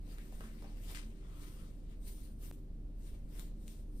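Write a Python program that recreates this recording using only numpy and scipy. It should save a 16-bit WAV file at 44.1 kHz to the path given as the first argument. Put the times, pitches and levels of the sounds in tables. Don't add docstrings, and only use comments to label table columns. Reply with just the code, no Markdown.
import sys
import numpy as np
from scipy import signal
from scipy.fft import rfft, irfft, next_fast_len
from scipy.io import wavfile
from scipy.ndimage import uniform_filter1d, map_coordinates

SR = 44100
rng = np.random.default_rng(int(sys.argv[2]) if len(sys.argv) > 2 else 0)


def wrap_up_sound(samples):
    columns = np.atleast_2d(samples).T
    tamed = np.clip(columns, -1, 1)
    steps = np.round(tamed * 32767).astype(np.int16)
    wavfile.write(sys.argv[1], SR, steps)


N = 176400

# (frequency [Hz], level [dB])
RUSTLE_SPECTRUM = [(150, -9), (500, 4), (1100, -0.5), (2200, 3.5), (3200, 1), (4200, -0.5), (6000, -4.5),
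                   (8000, -5.5), (11000, -23.5), (15500, -38)]


def amp(db):
    return 10 ** (np.asarray(db) / 20)


def unit(x):
    return x / np.sqrt(np.mean(x ** 2) + 1e-30)


def along(points, hz):
    f, v = np.transpose(points)
    return np.interp(np.log(hz + 1), np.log(f + 1), v)


def filtered(x, response):
    m = next_fast_len(N + SR // 2)
    return irfft(rfft(x, m) * response(np.fft.rfftfreq(m, 1 / SR)), m)[..., :N]


def coloured(x, spectrum):
    return unit(filtered(x, lambda hz: amp(along(spectrum, hz))))


def peak(hz, centre_hz, width_hz):
    return 1 / (1 + ((hz - centre_hz) / (width_hz / 2)) ** 2)


def wobble(knots_per_s):
    knots = rng.standard_normal(int(N * knots_per_s / SR) + 4)
    return map_coordinates(knots, [np.arange(N) * knots_per_s / SR])


def burst(start_s, decay_s):
    t = np.arange(N) / SR - start_s
    return (t >= 0) * np.exp(-np.abs(t) / decay_s)


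def swishes(shape=1.31, sheen_exponent=1.01, flutter_db=1):
    # (fastest moment [s], rustle [dB], sheen [dB], sheen tilt [dB/octave], rise [s], fall [s])
    strokes = [(.125, -60.5, -68, 6, 0.035, 0.058), (.40, -64, -65, -1, 0.14, 0.12),
               (.69, -66, -75.5, 0, 0.15, 0.079), (.925, -54, -56.5, 1.5, 0.054, 0.052),
               (1.26, -69.5, -80, -5, 0.25, 0.099), (1.44, -61, -62, -1, 0.053, 0.08),
               (1.605, -67.5, -70, -7, 0.036, 0.097), (1.92, -67.5, -77.5, 0, 0.034, 0.026),
               (2.09, -62.5, -54.5, -1.5, 0.023, 0.031), (2.23, -69.5, -64, -2, .08, 0.053),
               (2.448, -60.5, -57.5, 1.5, 0.02, 0.046), (3.07, -65.5, -64, -2.5, 0.032, 0.042),
               (3.15, -65.5, -75, 3, .016, 0.029), (3.389, -59, -59.5, 2.5, 0.037, 0.038),
               (3.695, -70.5, -64, -3, 0.043, .06), (3.98, -92, -68.5, -2, 0.027, .047)]
    # (frequency [Hz], level [dB])
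    sheen_spectrum = [(1500, -24), (4000, -5), (6500, -5.5), (8500, -1), (10200, -2), (11400, -6),
                      (12700, -2), (14200, -2), (15500, -10)]
    t = np.arange(N) / SR
    rustle_power, sheen_power, weighted_tilt = np.zeros(N), np.full(N, 1e-20), np.zeros(N)
    for at_s, rustle_db, sheen_db, tilt_db_oct, rise_s, fall_s in strokes:
        width_s = np.where(t < at_s, rise_s, fall_s)
        swell = np.exp(-np.abs((t - at_s) / width_s) ** shape)
        shine = amp(sheen_db) ** 2 * swell ** sheen_exponent
        rustle_power += amp(rustle_db) ** 2 * swell
        sheen_power += shine
        weighted_tilt += tilt_db_oct * shine
    rustle = patchy(friction(RUSTLE_SPECTRUM))
    sheen = tilted(patchy(friction(sheen_spectrum)), weighted_tilt / sheen_power)
    hair = np.sqrt(rustle_power) * rustle + np.sqrt(sheen_power) * sheen
    uneven_pull = amp(flutter_db * wobble(45.18))
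    return uneven_pull * hair


def friction(spectrum, catches_per_s=2500, catch_db=-5):
    catches = rng.standard_normal((2, N)) * (rng.random((2, N)) < catches_per_s / SR)
    hiss = walls(rng.standard_normal((2, N)))
    return coloured(hiss + amp(catch_db) * unit(catches), spectrum)


def patchy(x, depth_db=2.2, patch_hz=700, patch_s=.04):
    hz, t, z = signal.stft(x, SR, nperseg=512)
    knots = rng.standard_normal((int(hz[-1] / patch_hz) + 3, int(t[-1] / patch_s) + 3))
    field = map_coordinates(knots, np.meshgrid(hz / patch_hz, t / patch_s, indexing="ij"))
    return unit(signal.istft(z * amp(depth_db * field), SR, nperseg=512)[1][:, :N])


def tilted(x, tilt_db_oct, pivot_hz=9500):
    hz, t, z = signal.stft(x, SR, nperseg=512)
    octaves = np.log2(np.maximum(hz / pivot_hz, 1 / 4))
    slope = np.interp(t, np.arange(N) / SR, tilt_db_oct)
    return signal.istft(z * amp(np.outer(octaves, slope)), SR, nperseg=512)[1][:, :N]


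def tug(at_s=.947, hold_s=.024, fall_s=.042, level_db=-49):
    # (frequency [Hz], level [dB])
    slip_spectrum = [(400, -21), (1100, -0.5), (2400, 7), (3500, 1.5), (5000, 2.5), (6500, -0.5),
                     (8000, -1), (10000, -7), (12500, -24), (15500, -23)]
    count, slips_per_s, slip_s, spread_db = 80, 420, .0015, 1.4
    t = np.arange(N) / SR - at_s
    envelope = (t > 0) * np.exp(-np.maximum(t - hold_s, 0) / fall_s)
    jitter, size = rng.standard_normal((2, count))
    starts_s = at_s + (np.arange(count) + .3 * jitter) / slips_per_s
    slips = np.bincount(np.round(starts_s * SR).astype(int), amp(spread_db * size) ** 2, N)
    rasp_power = signal.lfilter([1], [1, -np.exp(-1 / (slip_s * SR))], slips) / (slips_per_s * slip_s)
    return amp(level_db) * envelope * np.sqrt(rasp_power) * friction(slip_spectrum)


def rub():
    # (time [s], level [dB])
    course = [(1.18, -102), (1.24, -71.5), (1.36, -66.5), (1.5, -70), (1.64, -68.5), (1.71, -81)]
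    # (frequency [Hz], width [Hz], level [dB])
    cap_modes = [(1220, 420, 0), (2020, 300, -12), (3250, 500, -9)]
    level_db = np.interp(np.arange(N) / SR, *np.transpose(course), left=-np.inf, right=-np.inf)
    hollow = lambda hz: sum(amp(db) * peak(hz, centre, width) for centre, width, db in cap_modes)
    sliding = patchy(friction(RUSTLE_SPECTRUM))
    return amp(level_db) * unit(filtered(sliding, hollow))


def ticks(decay_s=.0007, pivot_hz=5000):
    # (time [s], level [dB], tilt [dB/octave])
    snaps = [(.184, -48, -4), (.324, -53, -1), (.408, -53, -4), (.624, -51, -5), (2.204, -53, 4),
             (3.3954, -37, -2), (3.6799, -40, -.5)]
    # (frequency [Hz], level [dB])
    crack_spectrum = [(400, -26), (1200, -8), (2200, 2), (3000, 0), (4000, 3), (6000, -4.5), (9000, 1),
                      (13000, -2.5), (15500, -6)]
    out = np.zeros((2, N))
    for at_s, db, tilt_db_oct in snaps:
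        spectrum = [(hz, level + tilt_db_oct * np.log2(hz / pivot_hz)) for hz, level in crack_spectrum]
        envelope = burst(at_s, decay_s)
        crack = envelope * coloured(rng.standard_normal((2, N)), spectrum)
        out += amp(db) * crack * np.linalg.norm(envelope) / np.linalg.norm(crack, axis=1, keepdims=True)
    return room(out, wet_db=-4)


def flicks(q=4.2, blow_db=-1, scrape_db=-19, scrape_s=.062):
    # (time [s], level [dB], pitch [Hz], decay [s])
    taps = [(.184, -55, 1700, .0065), (.325, -60.5, 620, .022), (.407, -47.5, 1290, .0045),
            (.408, -55, 520, .008), (.409, -53, 230, .008), (.44, -63, 1550, .035), (.624, -55, 640, .01),
            (.644, -55, 820, .008)]
    out = np.zeros((2, N))
    for at_s, db, pitch_hz, decay_s in taps:
        body = lambda hz: 1j * hz * pitch_hz / q / (pitch_hz ** 2 - hz ** 2 + 1j * hz * pitch_hz / q)
        envelope = burst(at_s, decay_s)
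        finger_scrape = amp(scrape_db) * burst(at_s, scrape_s)
        scuff = unit((envelope + finger_scrape) * rng.standard_normal((2, N)))
        blow = unit(1. * (np.arange(N) == round(at_s * SR)))
        tap = unit(filtered(scuff + amp(blow_db) * blow, body))
        out += amp(db) * np.sqrt(np.mean(envelope ** 2)) * tap
    return room(out, wet_db=.5)


def walls(x, count=8, span_s=(.002, .018), level_db=-3):
    delays_s = rng.uniform(*span_s, (count, 2))
    signs = rng.choice([-1, 1], (count, 2))
    echoes = [sum(sign * np.roll(side, int(s * SR)) for s, sign in zip(delays_s[:, c], signs[:, c]))
              for c, side in enumerate(x)]
    return unit(x + amp(level_db) * unit(np.array(echoes)))


def room(x, wet_db):
    # (frequency [Hz], T60 [s])
    ring_times = [(300, 0.37), (1500, 0.3), (5000, 0.59), (14000, 0.041)]
    hz, t, z = signal.stft(rng.standard_normal((2, SR // 2)), SR, nperseg=256)
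    decay = amp(-60 * t / along(ring_times, hz)[:, None])
    tail = signal.istft(z * decay, SR, nperseg=256)[1]
    return x + amp(wet_db) * signal.fftconvolve(x, tail / np.linalg.norm(tail[0]), axes=1)[:, :N]


def ventilation(air_db=-52, fan_db=-46.5, fan_hz=35.2, waver_db=1.5, drift_rad=.4):
    # (frequency [Hz], level [dB])
    air_spectrum = [(15, 3.5), (28, -5), (55, 4.5), (75, -5.5), (110, -6), (200, -9.5), (280, -13),
                    (400, -19), (600, -24.5), (900, -33.5), (1500, -39), (3000, -43), (6500, -48),
                    (9000, -49), (13000, -50), (15500, -57)]
    # (frequency [Hz], width [Hz], level [dB])
    room_modes = [(85.7, 11, -65), (165.7, 9.5, -66.5), (219.8, 8.3, -65.5), (295.9, 7.4, -69),
                  (384.7, 19, -74), (511.4, 28, -81)]
    # (frequency [Hz], left over right [dB])
    air_balance = [(40, -1), (350, -1.5), (750, 4), (2200, 1.5), (5000, 2.5), (8600, 1)]
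    air = amp(air_db) * coloured(rng.standard_normal((2, N)), air_spectrum)
    waver = amp(waver_db * wobble(7.3))
    phase = 2 * np.pi * fan_hz * np.arange(N) / SR + drift_rad * wobble(7)
    fan = amp(fan_db) * unit(waver * np.sin(phase))
    hum = sum(amp(db) * unit(filtered(rng.standard_normal((2, N)), lambda hz: peak(hz, centre, width)))
              for centre, width, db in room_modes)
    return stereo(air + hum, air_balance) + fan


def stereo(pair, balance, lag_s=.00022, lag_above_hz=700):
    # (frequency [Hz], left-right likeness [0..1])
    likeness = [(100, .94), (400, .85), (750, .48), (1400, .48), (2600, .22), (6000, .2), (7500, .45),
                (8800, .9), (15000, .83)]

    def right_mix(hz):
        alike = np.clip(along(likeness, hz), 0, 1)
        return amp(-along(balance, hz)) * np.array([alike, np.sqrt(1 - alike ** 2)])

    left = filtered(pair[0], lambda hz: np.exp(-2j * np.pi * hz * lag_s * (hz > lag_above_hz)))
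    right = filtered(pair, right_mix).sum(0)
    return np.array([left, right])


def scene():
    # (frequency [Hz], left over right [dB])
    wig_balance = [(400, 0), (900, 2.5), (1500, 3.5), (2400, 7), (3500, 8), (4700, 11), (6100, 10),
                   (7300, 4.5), (8600, .3)]
    wig = swishes() + tug() + rub() + ticks() + flicks()
    return stereo(wig, wig_balance) + ventilation()


def record(dry):
    gap_at_s, gap_s, gap_db = 2.513, .011, -14
    click_db, click_s, top_hz = -38.5, .0012, 15700
    t = np.arange(N) / SR - gap_at_s
    gain = uniform_filter1d(np.where((t > 0) & (t < gap_s), amp(gap_db), 1.), size=64)
    click = amp(click_db) * burst(gap_at_s, click_s)
    return filtered(dry * gain + click, lambda hz: hz < top_hz)


dry = scene()
out = record(dry)
wrap_up_sound(out)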